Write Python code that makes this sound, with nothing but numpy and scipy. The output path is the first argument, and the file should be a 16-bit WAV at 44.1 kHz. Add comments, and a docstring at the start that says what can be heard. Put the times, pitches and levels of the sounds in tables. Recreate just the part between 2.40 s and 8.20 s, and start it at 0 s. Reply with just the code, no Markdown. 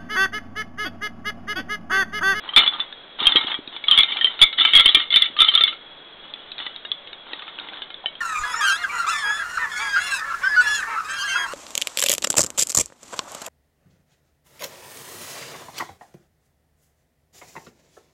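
"""Wood rubs and knocks, close up, as a toy house of small logs is nudged apart on a carpet.
Roof slats and logs chatter, topple and thud down, then loose pieces click in the pile.
Each knock is a dry crack plus the bending modes of the two pieces that meet.
The room is small; the narrow-band microphone hisses, and its preamplifier overloads on the loudest blows."""
import sys
import numpy as np
from scipy import signal
from scipy.fft import rfft, irfft
from scipy.io import wavfile

SR = 44100
rng = np.random.default_rng(int(sys.argv[2]) if len(sys.argv) > 2 else 0)


def persist_wave(psi):
    """Save psi, clipped to +-1, as 16-bit WAV."""
    counts = np.round(np.clip(psi, -1, 1) * 32767).astype(np.int16)
    wavfile.write(sys.argv[1], SR, np.atleast_2d(counts).T)


N = 255994
AGE = np.arange(SR // 4) / SR  # seconds since a contact


def undb(db):
    """Decibels to gain."""
    return 10 ** (np.asarray(db) / 20)


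def level(x, db):
    """Scale a sound to an rms level."""
    return x * undb(db) / np.sqrt(np.mean(x ** 2))


def add(track, s, sound):
    """Mix a sound into a track at s seconds."""
    i = max(int(s * SR), 0)
    track[i:i + len(sound)] += sound[:max(N - i, 0)]


def through(x, response):
    """Pass a sound through an impulse response."""
    return signal.fftconvolve(x, response)[:len(x)]


def colour(points, size=4096):
    """Causal response of unit energy, its spectrum shaped by (Hz, dB) points."""
    hz, db = np.transpose(points)
    bin_hz = np.maximum(np.arange(size // 2 + 1) * SR / size, 1)
    gain = undb(np.interp(np.log(bin_hz), np.log(hz), db))
    cepstrum = irfft(np.log(gain))
    cepstrum[1:size // 2] *= 2  # fold to minimum phase
    cepstrum[size // 2 + 1:] = 0
    response = irfft(np.exp(rfft(cepstrum)))
    return response / np.linalg.norm(response)


def mic_band(x, top_hz=4350, taps=261):
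    """Steep roll-off at the top of the microphone's band."""
    lowpass = signal.firwin(taps, top_hz, window=("kaiser", 7), fs=SR)
    return signal.fftconvolve(x, lowpass, "same")


def fade(t60):
    """Exponential decay, 60 dB down after t60 seconds."""
    return np.exp(-np.log(1000) * AGE / t60)


def mode(hz, t60, contact_s=0.00027):
    """One struck mode; it builds up while the pieces touch."""
    return np.cos(2 * np.pi * hz * AGE) * fade(t60) * (1 - np.exp(-AGE / contact_s))


def mic_hiss(hiss_db=-46, whine_db=-48):
    """The microphone's steady hiss, with a thin, wavering whine in it."""
    # Spectrum of the hiss. Each row: frequency in Hz, relative level in dB.
    hiss_spectrum = [(20, 0.5), (60, -16), (150, -8), (300, -3), (600, -0.5), (1000, -4.5), (1500, -3),
                     (2200, -7), (2950, -7), (3350, -0.5), (3700, -2.5), (4050, -10), (4450, -27)]
    hiss = mic_band(through(rng.standard_normal(N), colour(hiss_spectrum)))
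    whine = mic_band(through(rng.standard_normal(N), mode(hz=3342, t60=0.1)))
    return level(hiss, hiss_db) + level(whine, whine_db)


def shove(s, length, release_db_per_s, attack_s=0.018, sag_db_per_s=19):
    """Envelope of a shove: it builds quickly and loses force while it lasts, then the pile comes to rest."""
    age = np.maximum(np.arange(N) / SR - s, 0)
    fall_db = sag_db_per_s * age + release_db_per_s * np.maximum(age - attack_s - length, 0)
    return np.minimum(age / attack_s, 1) * undb(-fall_db)


def pile_ring(detune=0.0287, build_s=0.001):
    """Every contact shakes the neighbouring pieces in a different mix."""
    # Modes of the pile. Each row: pitch in Hz, relative level in dB, 60 dB decay time in seconds.
    pile_modes = [(1193, -2, 0.069), (1341, 1.5, 0.075), (1642, 2, 0.03), (1890, 4, 0.058),
                  (2096, -1.5, 0.3), (2267, -1.5, 0.21), (2785, 7.5, .04), (3123, 15, 0.07),
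                  (3330, -15, 0.2), (3400, -21, .05), (3508, 17, 0.064), (3530, -10.5, 0.028),
                  (3782, 6, 0.14), (3760, -4.5, 0.066), (4310, -4.5, 0.11)]
    chance = rng.standard_normal((len(pile_modes), 2))
    ring = sum(share * undb(db) * mode(hz * (1 + detune * offset), t60, build_s)
               for (hz, db, t60), (share, offset) in zip(pile_modes, chance))
    return ring / np.sqrt(len(pile_modes))


def jostle(rub_db=3, rattle_db=-4.5, slips_per_s=900, spread_db=4.0, parts=8):
    """Logs slide over each other in tiny slips, which set different parts of the pile ringing."""
    # Shoves that set the pile sliding.
    # Each row: start and length in seconds, relative levels of rubbing and of rattling in dB.
    shoves = [(0.023, 0.13, -42, -41.5), (0.159, 0.028, -28, -9.5), (0.228, 0.17, -40, -33),
              (0.782, 0.33, -34, -21), (1.314, 0.32, -49.5, -37.5), (1.466, 0.15, -40, -18),
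              (1.672, 0.25, -43.5, -24), (1.988, 0.034, -44, -21.5), (2.17, 0.44, -43, -14),
              (2.707, 0.12, -50, -15.5), (2.972, 0.29, -48.5, -16), (3.826, 1, -58.5, -42),
              (4.182, 0.074, -48, -30), (4.852, 0.29, -49, -38), (5.169, 0.24, -46, -37.5)]
    # Spectrum of wood sliding on wood. Each row: frequency in Hz, relative level in dB.
    rub_spectrum = [(60, -37), (150, -13), (300, 0.5), (500, -11.5), (850, 6), (1300, 4), (1800, 0),
                    (2700, -7), (3600, -5.5), (4500, -8)]
    all_slips, rattle = np.zeros(N), np.zeros(N)
    for _ in range(parts):
        slips = (rng.random(N) < slips_per_s / parts / SR) * rng.choice([-1, 1], N)
        slips = slips * undb(spread_db * np.minimum(rng.exponential(size=N), 4))
        all_slips += slips
        rattle += through(slips, pile_ring())
    rub = mic_band(through(all_slips, colour(rub_spectrum)))
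    rubbing = [undb(db) * shove(s, length, release_db_per_s=188.5) for s, length, db, _ in shoves]
    rattling = [undb(db) * shove(s, length, release_db_per_s=247.5) for s, length, _, db in shoves]
    return np.max(rubbing, axis=0) * level(rub, rub_db) + np.max(rattling, axis=0) * level(rattle, rattle_db)


def crack(wood, first, chatter, chatter_t60):
    """A first contact, then a dying burst of tiny ones as the notches chatter."""
    contacts = rng.standard_normal(len(AGE)) * fade(chatter_t60)
    contacts *= chatter / np.linalg.norm(contacts)
    contacts[0] += first
    return through(contacts, wood)


def knocks(wood, mode_ratio=2.69, twin_spread=0.058, twin_t60=0.011, bounce_db=-11, bounce_s=0.006):
    """A slat and a log meet: both ring, and the harder the contact, the more it cracks and shakes the pile."""
    # Single blows of a slat on a log, levels relative. Each row: start in seconds, slat's ring in dB
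    # and in Hz, slat's lowest mode in dB, log's ring in dB and in Hz.
    single_blows = [(0.0902, -19, 3115, -42.5, -33, 1960), (0.1342, -28, 3240, -27, -41, 2320),
                    (0.221, -28, 3670, -20.5, -35.5, 2215), (0.2625, -13, 3370, -26, -22.5, 2360),
                    (0.2768, -5, 3464, -44, -31, 2220), (0.335, -23, 3290, -27.5, -47.5, 2330),
                    (0.402, -11.5, 3514, -42.5, -30, 1930), (0.803, -19, 3290, -27.5, -29, 2350),
                    (0.829, -16.5, 3470, -33.5, -31, 2270), (0.856, -10, 3220, -36, -29, 1960),
                    (0.869, 4, 3216, -20.5, -18.5, 2460), (0.9212, -10.5, 3490, -33, -22, 1910),
                    (0.9589, -3, 3242, -22, -14.5, 1900), (0.968, -3, 3234, -50, -40.5, 1930),
                    (1.011, -15.5, 3520, -23.5, -48, 2380), (1.0697, -15.5, 3310, -35, -40.5, 2000),
                    (1.117, -18.5, 3320, -36, -24.5, 2130), (1.142, -17.5, 3264, -31.5, -29, 1924),
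                    (1.4397, -28.5, 3430, -52, -21, 2255), (1.4837, -3, 3294, -22.5, -56, 2230),
                    (1.633, -6.5, 3646, -28.5, -19.5, 2390), (1.7207, -18.5, 3286, -38.5, -21, 2290),
                    (1.7695, -18.5, 3310, -35, -20, 2350), (1.8116, -10.5, 3190, -58, -14, 1850),
                    (1.845, -1.5, 3148, -31.5, -38, 1880), (1.87, -13.5, 3090, -52, -19, 1970),
                    (2.1277, -23, 3610, -37.5, -25.5, 2230), (2.185, -17, 3270, -33.5, -17.5, 1980),
                    (2.199, -7.5, 3450, -44, -22, 1900), (2.209, -10, 3593, -23.5, -22, 2030),
                    (2.2503, -7.5, 3510, -22, -9.5, 2306), (2.277, -14, 3270, -41, -19, 2120),
                    (2.3344, -6, 3260, -28, -11, 2195), (2.4583, 3, 3102, -24, -11.5, 2185),
                    (2.479, -5.5, 3340, -43, -36, 2247), (2.49, -7.5, 3300, -27.5, -20, 1890),
                    (2.547, 0.5, 3447, -23, -9, 2368), (2.553, -7, 3155, -35, -35, 2350),
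                    (2.572, -10.5, 3190, -30, -31, 1810), (2.599, -19, 3280, -33, -20.5, 1910),
                    (2.705, -13, 3420, -47, -21.5, 2130), (2.7258, -8, 3550, -58, -14.5, 2130),
                    (2.741, -5, 3078, -45, -27, 1910), (2.76, 1.5, 3506, -26.5, -13, 2345),
                    (2.769, -4, 3670, -44, -15.5, 2170), (2.822, -2, 3412, -39, -16.5, 2050),
                    (2.858, -17, 3500, -45, -21, 2266), (2.9653, -43.5, 3255, -26, -33.5, 1800),
                    (2.989, -10.5, 3235, -21, -36, 2360), (3.046, -7, 3485, -21.5, -44.5, 2090),
                    (3.0835, -11, 3333, -30.5, -19.5, 2200), (3.087, -3.5, 3134, -31, -33, 1900),
                    (3.139, -12, 3460, -24.5, -42, 1940), (3.152, -0.5, 3580, -20.5, -24, 2270),
                    (3.176, -6, 3274, -24.5, -38, 2080), (3.209, -3, 3570, -21, -25, 2120),
                    (3.237, -1, 3482, -37.5, -15.5, 2220), (3.277, -16, 3330, -34, -19.5, 2130),
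                    (3.327, -41, 3680, -28.5, -42, 2090)]
    out = np.zeros(N)
    for s, slat_db, slat_hz, lowest_db, log_db, log_hz in [*single_blows, *toppling()]:
        # a hard blow presses the slat onto the log: 42 dB harder halves its ring time
        slat_t60 = 0.05 * 2 ** (-slat_db / 42)
        # notched pieces also bend in a second plane, at a slightly different pitch
        slat_twin, log_twin = 1 + twin_spread * rng.uniform(-1, 1, 2)
        upper = mode(slat_hz, slat_t60) + undb(-11) * mode(slat_hz * slat_twin, twin_t60)
        lowest = mode(slat_hz / mode_ratio, t60=0.12)
        slat = undb(slat_db) * upper + undb(lowest_db - 1) * lowest
        log = undb(log_db - 1) * (mode(log_hz, t60=0.069) - mode(log_hz * log_twin, twin_t60) / 2)
        snap = crack(wood, first=0.59, chatter=3.25, chatter_t60=0.026)
        contact = undb(2) * snap + undb(3) * pile_ring()
        blow = slat + log + undb((lowest_db + log_db) / 2) * contact
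        add(out, s, blow)
        # the far end of the piece lands a moment later, in or out of step with the ringing
        add(out, s + bounce_s * rng.uniform(0.5, 2), undb(bounce_db) * blow)
    return out


def toppling(gap_s=0.0105, sag_db=7.5, scatter_s=0.0015, scatter_db=3.5, detune=0.028, max_pieces=12):
    """A stack topples in a run of nearly evenly spaced blows, tending softer, each on another piece."""
    # Toppling stacks, levels relative. Each row: start and length in seconds, slat's ring in dB
    # and in Hz, slat's lowest mode in dB, log's ring in dB and in Hz.
    stacks = [(0.1625, 0.04, -1.5, 3418, -23.5, -7.5, 2298), (1.512, 0.038, -5, 3203, -28.5, -46, 1940),
              (1.5763, 0.034, 0, 3426, -28, -9.5, 2305), (2.0155, 0.021, 6.5, 3526, -22.5, -7.5, 2264),
              (2.352, 0.056, 3, 3351, -25, -9, 2096), (3.0045, 0.024, 1.5, 3490, -17, -19, 2140)]
    for s, length, slat_db, slat_hz, lowest_db, log_db, log_hz in stacks:
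        chance = rng.standard_normal((max_pieces, 4))
        progress = np.linspace(0, 1, 1 + round(length / gap_s))
        for along, (late, hard, slat_offset, log_offset) in zip(progress, chance):
            start = s + along * (length + scatter_s * late)
            force_db = scatter_db * hard - sag_db * along
            yield (start, slat_db + force_db, slat_hz * (1 + detune * slat_offset),
                   lowest_db + force_db, log_db + force_db, log_hz * (1 + detune * log_offset))


def clicks(wood, ring_db=-18, pile_db=-12, hollow_db=-9):
    """Damped pieces give a short tick, a hollow note that depends on the log's length, and a faint ring."""
    # Dry taps of pieces lying in the pile, levels relative.
    # Each row: start in seconds, tick in dB and in Hz, contact in dB, hollow note in Hz.
    taps = [(0.397, -25, 3390, -21, 1175), (0.5262, -25, 3510, -29, 1710),
            (1.276, -20.5, 3770, -33.5, 2510), (1.3648, -18.5, 3430, -26, 2300),
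            (1.992, -22, 3730, -20.5, 1383), (3.9381, -17, 3430, -27.5, 2530),
            (4.118, -19, 3830, -31, 2580), (4.1819, -20, 3705, -27, 2440), (4.19, -20, 3400, -27, 1920),
            (4.202, -28, 3540, -24.5, 1920), (4.2657, -17, 3475, -18, 2000),
            (4.3615, -19.5, 3730, -32, 2320), (4.4508, -32, 2850, -22, 1640),
            (4.5169, -6.5, 3433, -25.5, 1200), (4.6736, -40, 3720, -29.5, 2150),
            (4.7304, -25, 3720, -27.5, 2270), (4.9333, -20.5, 3800, -18.5, 1890),
            (4.994, -27, 3460, -28.5, 1500), (5.022, -48, 3350, -23.5, 1240),
            (5.08, -46, 3140, -25.5, 1330), (5.1876, -27, 2910, -24, 1540), (5.198, -20.5, 3720, -27, 1410),
            (5.287, -38, 3430, -26.5, 2030), (5.334, -41, 3650, -26.5, 1550),
            (5.3718, -28, 3110, -32, 1770), (5.42, -20.5, 2980, -25, 1640),
            (5.5037, -30.5, 3560, -27, 1390), (5.543, -21, 3530, -37.5, 1720),
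            (5.6594, -8, 3045, -18, 1830), (5.7538, -24.5, 3200, -48.5, 1570)]
    out = np.zeros(N)
    for s, tick_db, tick_hz, contact_db, hollow_hz in taps:
        tick = mode(tick_hz, t60=0.014) + undb(ring_db) * mode(tick_hz, t60=0.15)
        hollow = undb(hollow_db) * mode(hollow_hz, t60=0.05)
        snap = crack(wood, first=1.0, chatter=1.0, chatter_t60=0.014)
        contact = undb(1) * snap + undb(pile_db) * pile_ring() + hollow
        add(out, s, undb(tick_db) * tick + undb(contact_db) * contact)
    return out


def thuds(gain_db=6.0, t60=0.027, push_s=0.0026, upper_db=-4, upper_ratio=1.247):
    """A cushioned landing is a low, short bump."""
    # Pieces landing on the carpet or on a wedged log.
    # Each row: start in seconds, relative level in dB, pitch in Hz.
    landings = [(0.818, -25, 302), (0.955, -16, 351), (1.045, -27, 291), (1.189, -25.5, 296),
                (1.276, -32.5, 288), (1.759, -27.5, 810), (1.843, -26.5, 398), (2.57, -26, 320),
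                (2.9, -35.5, 283), (3.293, -40, 328), (5.321, -31.5, 770), (5.641, -26, 770),
                (5.658, -30.5, 657)]
    out = np.zeros(N)
    for s, db, hz in landings:
        bump = mode(hz, t60, push_s) + undb(upper_db) * mode(hz * upper_ratio, t60, push_s)
        add(out, s, undb(db + gain_db) * bump)
    return out


def room(x, wet_db=-17, t60=0.23, gap_s=0.01):
    """At close range, a small carpeted room adds only a short, weak tail."""
    tail = rng.standard_normal(len(AGE)) * fade(t60) * (AGE > gap_s)
    return x + undb(wet_db) * through(x, tail / np.linalg.norm(tail))


def scene():
    """The falling house in its room, on one close microphone, over steady hiss."""
    # Spectrum of wood striking wood. Each row: frequency in Hz, relative level in dB.
    crack_spectrum = [(60, -38.5), (150, -21.5), (300, 0.5), (550, -3.5), (850, 1), (1300, -5), (1600, 6),
                      (2100, -0.5), (2650, 9), (3050, 7.5), (3450, 0.5), (3950, 0.5), (4500, -8)]
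    wood = colour(crack_spectrum)
    wood = wood / np.abs(mic_band(wood)).max()
    pieces = knocks(wood) + clicks(wood) + thuds() + jostle()
    return (mic_band(room(pieces)) + mic_hiss())[None]


def record(dry, swing=0.82, ceiling=0.75, bias_hz=18, bias_shift=0.22,
           band_hz=5000, treble_hz=13000, top_hz=15900):
    """Overload shifts the preamplifier's bias into a low bump; a second stage clips flat and spits treble."""
    overloaded = (np.abs(dry[0]) > ceiling).astype(float)
    bump = bias_shift * signal.sosfilt(signal.butter(1, bias_hz, fs=SR, output="sos"), overloaded)
    limited = np.clip(dry[0], -swing, swing)
    preamp = signal.sosfiltfilt(signal.butter(8, band_hz, fs=SR, output="sos"), limited) + bump
    oversampled = signal.resample_poly(preamp, 4, 1)  # the flat tops form between samples too
    clipped = signal.resample_poly(np.clip(oversampled, -ceiling, ceiling), 1, 4)
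    softened = signal.sosfilt(signal.butter(1, treble_hz, fs=SR, output="sos"), clipped)
    return signal.sosfilt(signal.ellip(8, 0.2, 70, top_hz, fs=SR, output="sos"), softened)[None]


dry = scene()
out = record(dry)
persist_wave(out)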